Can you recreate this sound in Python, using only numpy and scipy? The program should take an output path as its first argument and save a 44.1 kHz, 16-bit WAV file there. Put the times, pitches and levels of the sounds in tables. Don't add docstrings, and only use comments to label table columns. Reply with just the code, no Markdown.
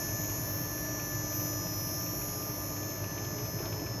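import sys
import numpy as np
from scipy import signal
from scipy.fft import rfft, irfft
from scipy.io import wavfile

SR = 44100
rng = np.random.default_rng(int(sys.argv[2]) if len(sys.argv) > 2 else 0)


def wav_out(sig):
    wavfile.write(sys.argv[1], SR, np.round(np.clip(np.atleast_2d(sig).T, -1, 1) * 32767).astype(np.int16))


N = 176400
TIME = np.arange(N) / SR
SWITCH_HZ, DRIVE_HZ = 6000, 49.85

# t/s, relative level/dB
WEAK_WHINE_SWELL = [(0.0, -46.5), (0.76, -46.5), (0.84, -53), (1.48, -45.5), (1.64, -50.5), (2.04, -47),
                    (2.12, -57.0), (2.24, -50), (2.76, -49), (3.92, -53.5), (4.0, -53)]
WEAK_WHISTLE_SWELL = [(0.0, -43), (0.6, -42.0), (0.68, -45.5), (0.8, -41.5), (0.92, -46.5), (1.32, -46.5),
                      (1.4, -44), (1.72, -46.5), (2.2, -42.5), (3.36, -49.5), (3.48, -47.5), (4.0, -53)]


def inverter():
    # t/s, relative level/dB
    at_5200 = [(0.0, -50.5), (0.68, -56), (0.96, -70), (1.12, -52.5), (1.64, -46.5), (1.96, -47),
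               (2.12, -66), (2.36, -48.5), (2.64, -61), (3.36, -49.5), (4.0, -50)]
    at_5300 = [(0.0, -56), (1.44, -58), (2.0, -48), (2.24, -62), (2.36, -58), (2.92, -50), (3.08, -62),
               (4.0, -48.5)]
    at_5950 = [(0.0, -45), (0.28, -47.5), (0.42, -66), (0.9, -46), (1.44, -44), (2.28, -49), (2.5, -61),
               (3.1, -54), (4.0, -63)]
    at_6250 = [(0.0, -64), (0.08, -57), (1.08, -51), (1.16, -73), (1.32, -53), (1.48, -76), (2.92, -48),
               (3.0, -71), (3.12, -48), (4.0, -56.5)]
    at_6700 = [(0.0, -49), (0.36, -42), (0.48, -56), (1.0, -49), (1.08, -56.5), (1.16, -47), (1.64, -50),
               (1.84, -65), (1.92, -50.5), (2.36, -47.5), (2.52, -55), (4.0, -56)]
    at_12300 = [(0.0, -55), (0.24, -45), (0.36, -63), (0.8, -52.0), (1.16, -44), (1.24, -56), (1.36, -38),
                (1.6, -49.5), (1.8, -42), (2.12, -45), (2.24, -43), (2.36, -60), (2.44, -47.0), (3.24, -56),
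                (3.32, -51), (4.0, -56.0)]
    at_12850 = [(0.0, -47), (0.4, -57), (0.48, -44.0), (0.56, -44.0), (0.88, -51.5), (1.52, -49.5),
                (1.8, -63.5), (1.92, -53), (2.72, -51), (2.8, -61.5), (2.92, -49), (3.0, -61), (3.6, -48.5),
                (4.0, -62)]
    # nominal f/Hz, relative level/dB
    low_whine_lines = [(5001, -74), (5103, -69), (5502, -54), (5604, -58), (5652, -73), (5749, -54),
                       (5852, -63)]
    whine_lines = [(6051, -53), (6099, -64), (6148, -64), (6347, -68), (6395, -56), (6449, -69),
                   (6498, -57), (6546, -66), (6799, -56), (6998, -69)]
    whistle_lines = [(10901, -73), (11052, -68), (11154, -58), (11353, -65), (11456, -55), (11601, -63),
                     (11649, -59), (11698, -55), (11752, -68), (11800, -52), (11902, -62), (11999, -62),
                     (12102, -63), (12199, -56), (12349, -60), (12398, -66), (12548, -60), (12645, -63),
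                     (12748, -71), (12947, -66)]
    # t/s, relative level/dB
    low_whine_swell = [(0.0, -49.5), (0.2, -54), (0.95, -47), (1.1, -52), (1.84, -50), (2.04, -47.5),
                       (2.6, -50), (3.1, -57.5), (3.4, -52.5), (4.0, -57)]
    loud_whine = [(5200, at_5200), (5300, at_5300), (5950, at_5950), (6250, at_6250), (6700, at_6700)]
    loud_whistle = [(12300, at_12300), (12850, at_12850)]
    return (loud_lines(loud_whine, SWITCH_HZ)
            + undb(-.4) * loud_lines(loud_whistle, 2 * SWITCH_HZ)
            + undb(1.2) * cluster(low_whine_lines, SWITCH_HZ, low_whine_swell)
            + undb(1.14) * cluster(whine_lines, SWITCH_HZ, WEAK_WHINE_SWELL)
            + undb(.1) * cluster(whistle_lines, 2 * SWITCH_HZ, WEAK_WHISTLE_SWELL))


def loud_lines(lines, centre_hz):
    return sum(follow(swell) * unit(sideband(hz, centre_hz).real) for hz, swell in lines)


def cluster(lines, centre_hz, swell, buzz_db=-29):
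    gains = [undb(db) * fading(hz) for hz, db in lines]
    tones = sum(np.real(gain * sideband(hz, centre_hz)) for gain, (hz, _) in zip(gains, lines))
    power = sum(np.abs(gain) ** 2 for gain in gains)
    tones = unit(tones / power ** .35)
    first, last = (round((hz - centre_hz) / DRIVE_HZ) for hz in (lines[0][0], lines[-1][0]))
    cycle = np.linspace(0, 1, 900)
    one_cycle = sum(np.exp(2j * np.pi * (k * cycle + rng.random())) for k in range(first, last + 1))
    carrier = np.exp(2j * np.pi * centre_hz * TIME)
    buzz = np.real(np.interp(DRIVE_HZ * TIME % 1, cycle, one_cycle) * carrier)
    return follow(swell) * (tones + undb(buzz_db) * buzz)


def sideband(nominal_hz, centre_hz, flutter_hz=65, flutter_db=-16.5):
    hz = centre_hz + DRIVE_HZ * np.round((nominal_hz - centre_hz) / DRIVE_HZ)
    t = np.linspace(0, N / SR, 4000)
    f = np.fft.fftfreq(len(t), t[1])
    flutter = unit(np.fft.ifft(random_phases(len(t)) / (1 + (f / flutter_hz) ** 2)))
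    envelope = np.interp(TIME, t, 1 + undb(flutter_db) * flutter)
    return envelope * np.exp(2j * np.pi * (hz * TIME + rng.random()))


def fading(hz, reflections=6, mic_m_s=.14, direct_share=.44):
    t = np.linspace(0, N / SR, 400)
    slant, start = rng.uniform(-1, 1, (2, reflections, 1))
    doppler_hz = slant * mic_m_s * hz / 343
    echoes = np.exp(2j * np.pi * (start + doppler_hz * t)).sum(0)
    gain = np.sqrt(direct_share) * random_phases() + np.sqrt(1 - direct_share) * unit(echoes)
    return np.interp(TIME, t, unit(gain))


def jars(turn_s=.209, split_hz=226):
    # f/Hz, relative density/dB
    spectrum = [(25, -80), (40, -81), (52, -67.5), (80, -72), (105, -59.5), (122, -58.5), (138, -68.5),
                (155, -61.5), (195, -70), (225, -75), (260, -68.5), (340, -65), (375, -70.5), (415, -79.5),
                (470, -75.5), (540, -71), (620, -68), (720, -76.5), (1100, -76.5), (1300, -85),
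                (2000, -86.5)]
    # t/s, relative level/dB
    rumble_swell = [(0, -39), (1.0, -40.5), (1.8, -40.5), (2.45, -42), (3.1, -41), (3.65, -38.5),
                    (4, -39.5)]
    roll_swell = [(0, -46), (1.0, -46.5), (2.3, -47.5), (3.0, -46.5), (3.55, -46.5), (3.66, -44.5),
                  (3.85, -46.5), (4, -45)]
    low_share = lambda f: 1 / (1 + (f / split_hz) ** 12)
    rumble = shape(contact(turn_s, .6), lambda f: colour(f, spectrum) * np.sqrt(low_share(f)))
    roll = shape(contact(turn_s, .3), lambda f: colour(f, spectrum) * np.sqrt(1 - low_share(f)))
    return follow(rumble_swell) * unit(rumble) + undb(2.5) * follow(roll_swell) * unit(roll)


def contact(turn_s, repeat_share):
    size = int(turn_s * SR)
    one_turn = irfft(random_phases(size // 2 + 1), size)
    repeating = unit(np.resize(one_turn, N))
    return np.sqrt(repeat_share) * repeating + np.sqrt(1 - repeat_share) * rng.standard_normal(N)


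def motor():
    # f/Hz, level/dB
    hum_lines = [(50.6, -59.5), (99.8, -47), (600, -62.5), (648, -57)]
    # t/s, relative level/dB
    low_swell = [(0.0, -46.5), (0.27, -46), (1.17, -47), (1.21, -43.5), (2.29, -49), (4.0, -51)]
    middle_swell = [(0.0, -58.5), (1.2, -53), (2.32, -50.5), (3.0, -54.5), (3.5, -56.5), (3.65, -64),
                    (4.0, -60)]
    high_swell = [(0.0, -49), (0.54, -53.5), (0.99, -48.5), (1.65, -56), (1.85, -56.5), (2.4, -60.5),
                  (2.75, -56.5), (2.9, -54.5), (3.31, -51.5), (3.43, -57), (4.0, -56)]
    return (sum(undb(db) * motor_tone(hz) for hz, db in hum_lines)
            + follow(low_swell) * motor_tone(hz=299.8)
            + undb(-1) * follow(middle_swell) * motor_tone(hz=1196)
            + undb(.8) * follow(high_swell) * motor_tone(hz=1744))


def motor_tone(hz, sway_db=1.4, wobble_rad=.22):
    drift_rad = 1.56 * hz / 1196 * wander(.46)
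    sway = undb(sway_db * wander(12))
    phase = 2 * np.pi * hz * TIME + wobble_rad * wander(8.9) + drift_rad
    return unit(sway * np.sin(phase))


def knocks(width_share=.3):
    # t/s, level/dB, f/Hz, decay/s
    blows = [(3.603, -33, 350, .006), (3.812, -30, 320, .005), (3.625, -49, 1550, .03),
             (3.648, -44, 950, .012), (3.735, -47, 980, .03)]
    return sum(undb(db) * burst(at, decay_s, lambda f: np.exp(-((f / hz - 1) / width_share) ** 2))
               for at, db, hz, decay_s in blows)


def drive_ticks(first_s=.02, every_s=.0686, decay_s=.0055, scatter_hz=60):
    # t/s, relative level/dB, brightness/(dB per octave)
    accents = [(0.2433, -45, 7), (0.9956, -39.5, -3), (1.3977, -42, -5), (1.8058, -46, -2),
               (2.0622, -45, 0), (2.2154, -41.5, -3), (2.2837, -46, 0), (2.4917, -49, 0),
               (2.8285, -44.5, 0), (3.039, -39.5, -3), (3.1765, -40, 2), (3.245, -43.5, 6),
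               (3.3822, -42, 3), (3.4511, -45, -2), (3.5872, -42, -2), (3.654, -40.5, 9), (3.7244, -40, -2),
               (3.8616, -40, -7)]
    # f/Hz, width/Hz, relative level/dB
    modes = [(1520, 420, -3), (2420, 250, 3.5), (2980, 300, -4), (3650, 450, -8), (4380, 170, -6)]
    beats = np.arange(first_s, N / SR, every_s)
    free_beats = [at for at in beats if min(abs(at - row[0]) for row in accents) > every_s / 2]
    faint = [(at, -52 + 5 * rng.uniform(-1.1, 1), 0) for at in free_beats]
    loud = [(at, db - 2.5, tilt) for at, db, tilt in accents]
    hz, width, mode_db = np.array(modes).T[:, :, None]
    ticks = 0
    for at, db, tilt in faint + loud:
        centre = hz + scatter_hz * rng.standard_normal(hz.shape)
        gain = undb(mode_db + tilt * np.log2(hz / hz[0]))
        body = lambda f: (gain * np.exp(-((f - centre) / width) ** 2)).sum(0)
        ticks += undb(db) * burst(at, decay_s, body)
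    return ticks


def burst(at, decay_s, body, attack_s=.0015, room_s=.049, room_db=-12.5):
    t = np.arange(8192) / SR
    f = np.fft.rfftfreq(len(t), 1 / SR)
    noise = unit(irfft(body(f) * random_phases(len(f))))
    attack = 1 - np.exp(-t / attack_s)
    envelope = attack * (np.exp(-t / decay_s) + undb(room_db) * np.exp(-t / room_s))
    blow = unit(noise * envelope) * np.sqrt(np.mean(envelope ** 2))
    return np.concatenate([np.zeros(int(at * SR)), blow, np.zeros(N)])[:N]


def frame(hz=420.7, width_hz=11.4):
    # t/s, relative level/dB
    swell = [(0, -52.5), (2.05, -55), (2.35, -46.5), (2.9, -51), (3.3, -46.5), (4, -45.5)]
    ring = band_noise(lambda f: 1 / (1 + ((f - hz) / width_hz) ** 2))
    return undb(-3.5) * follow(swell) * ring


def bearings():
    # f/Hz, relative density/dB
    spectrum = [(900, -105), (1300, -90.5), (2000, -90), (2350, -87.5), (3300, -94.5), (3900, -95),
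                (4400, -88.5), (4850, -99), (7000, -102), (7700, -112), (8600, -102), (10400, -103.5),
                (14000, -109)]
    # t/s, level/dB
    level = [(0, -53), (1.5, -54), (3.0, -55), (4, -55.5)]
    return follow(level) * band_noise(lambda f: colour(f, spectrum))


def inverter_haze():
    haze = lambda hz, width_hz: band_noise(lambda f: np.exp(-((f - hz) / width_hz) ** 4))
    return (undb(-15) * follow(WEAK_WHINE_SWELL) * haze(5900, 800)
            + undb(-20) * follow(WEAK_WHISTLE_SWELL) * haze(12150, 1050))


def undb(db):
    return 10 ** (np.asarray(db) / 20)


def unit(x):
    return x / np.sqrt(np.mean(np.abs(x) ** 2))


def follow(curve):
    return undb(np.interp(TIME, *np.array(curve).T))


def shape(x, gain):
    return irfft(rfft(x) * gain(np.arange(N // 2 + 1) * SR / N + 1e-3), N)


def colour(f, points):
    hz, db = np.array(points).T
    ends = np.minimum(1, f / hz[0]) ** 2 * np.minimum(1, hz[-1] / f) ** 4
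    return undb(np.interp(np.log(f), np.log(hz), db)) * ends


def band_noise(gain):
    return unit(shape(rng.standard_normal(N), gain))


def wander(rate_hz):
    return band_noise(lambda f: np.exp(-(f / rate_hz) ** 2))


def random_phases(count=None):
    return np.exp(2j * np.pi * rng.random(count))


def scene():
    mill = inverter() + jars() + motor() + knocks() + drive_ticks()
    background = frame() + bearings() + inverter_haze()
    return (mill + background)[None]


def record(dry):
    top_hz = 14000
    return signal.sosfilt(signal.ellip(8, .2, 70, top_hz, fs=SR, output="sos"), dry)


dry = scene()
out = record(dry)
wav_out(out)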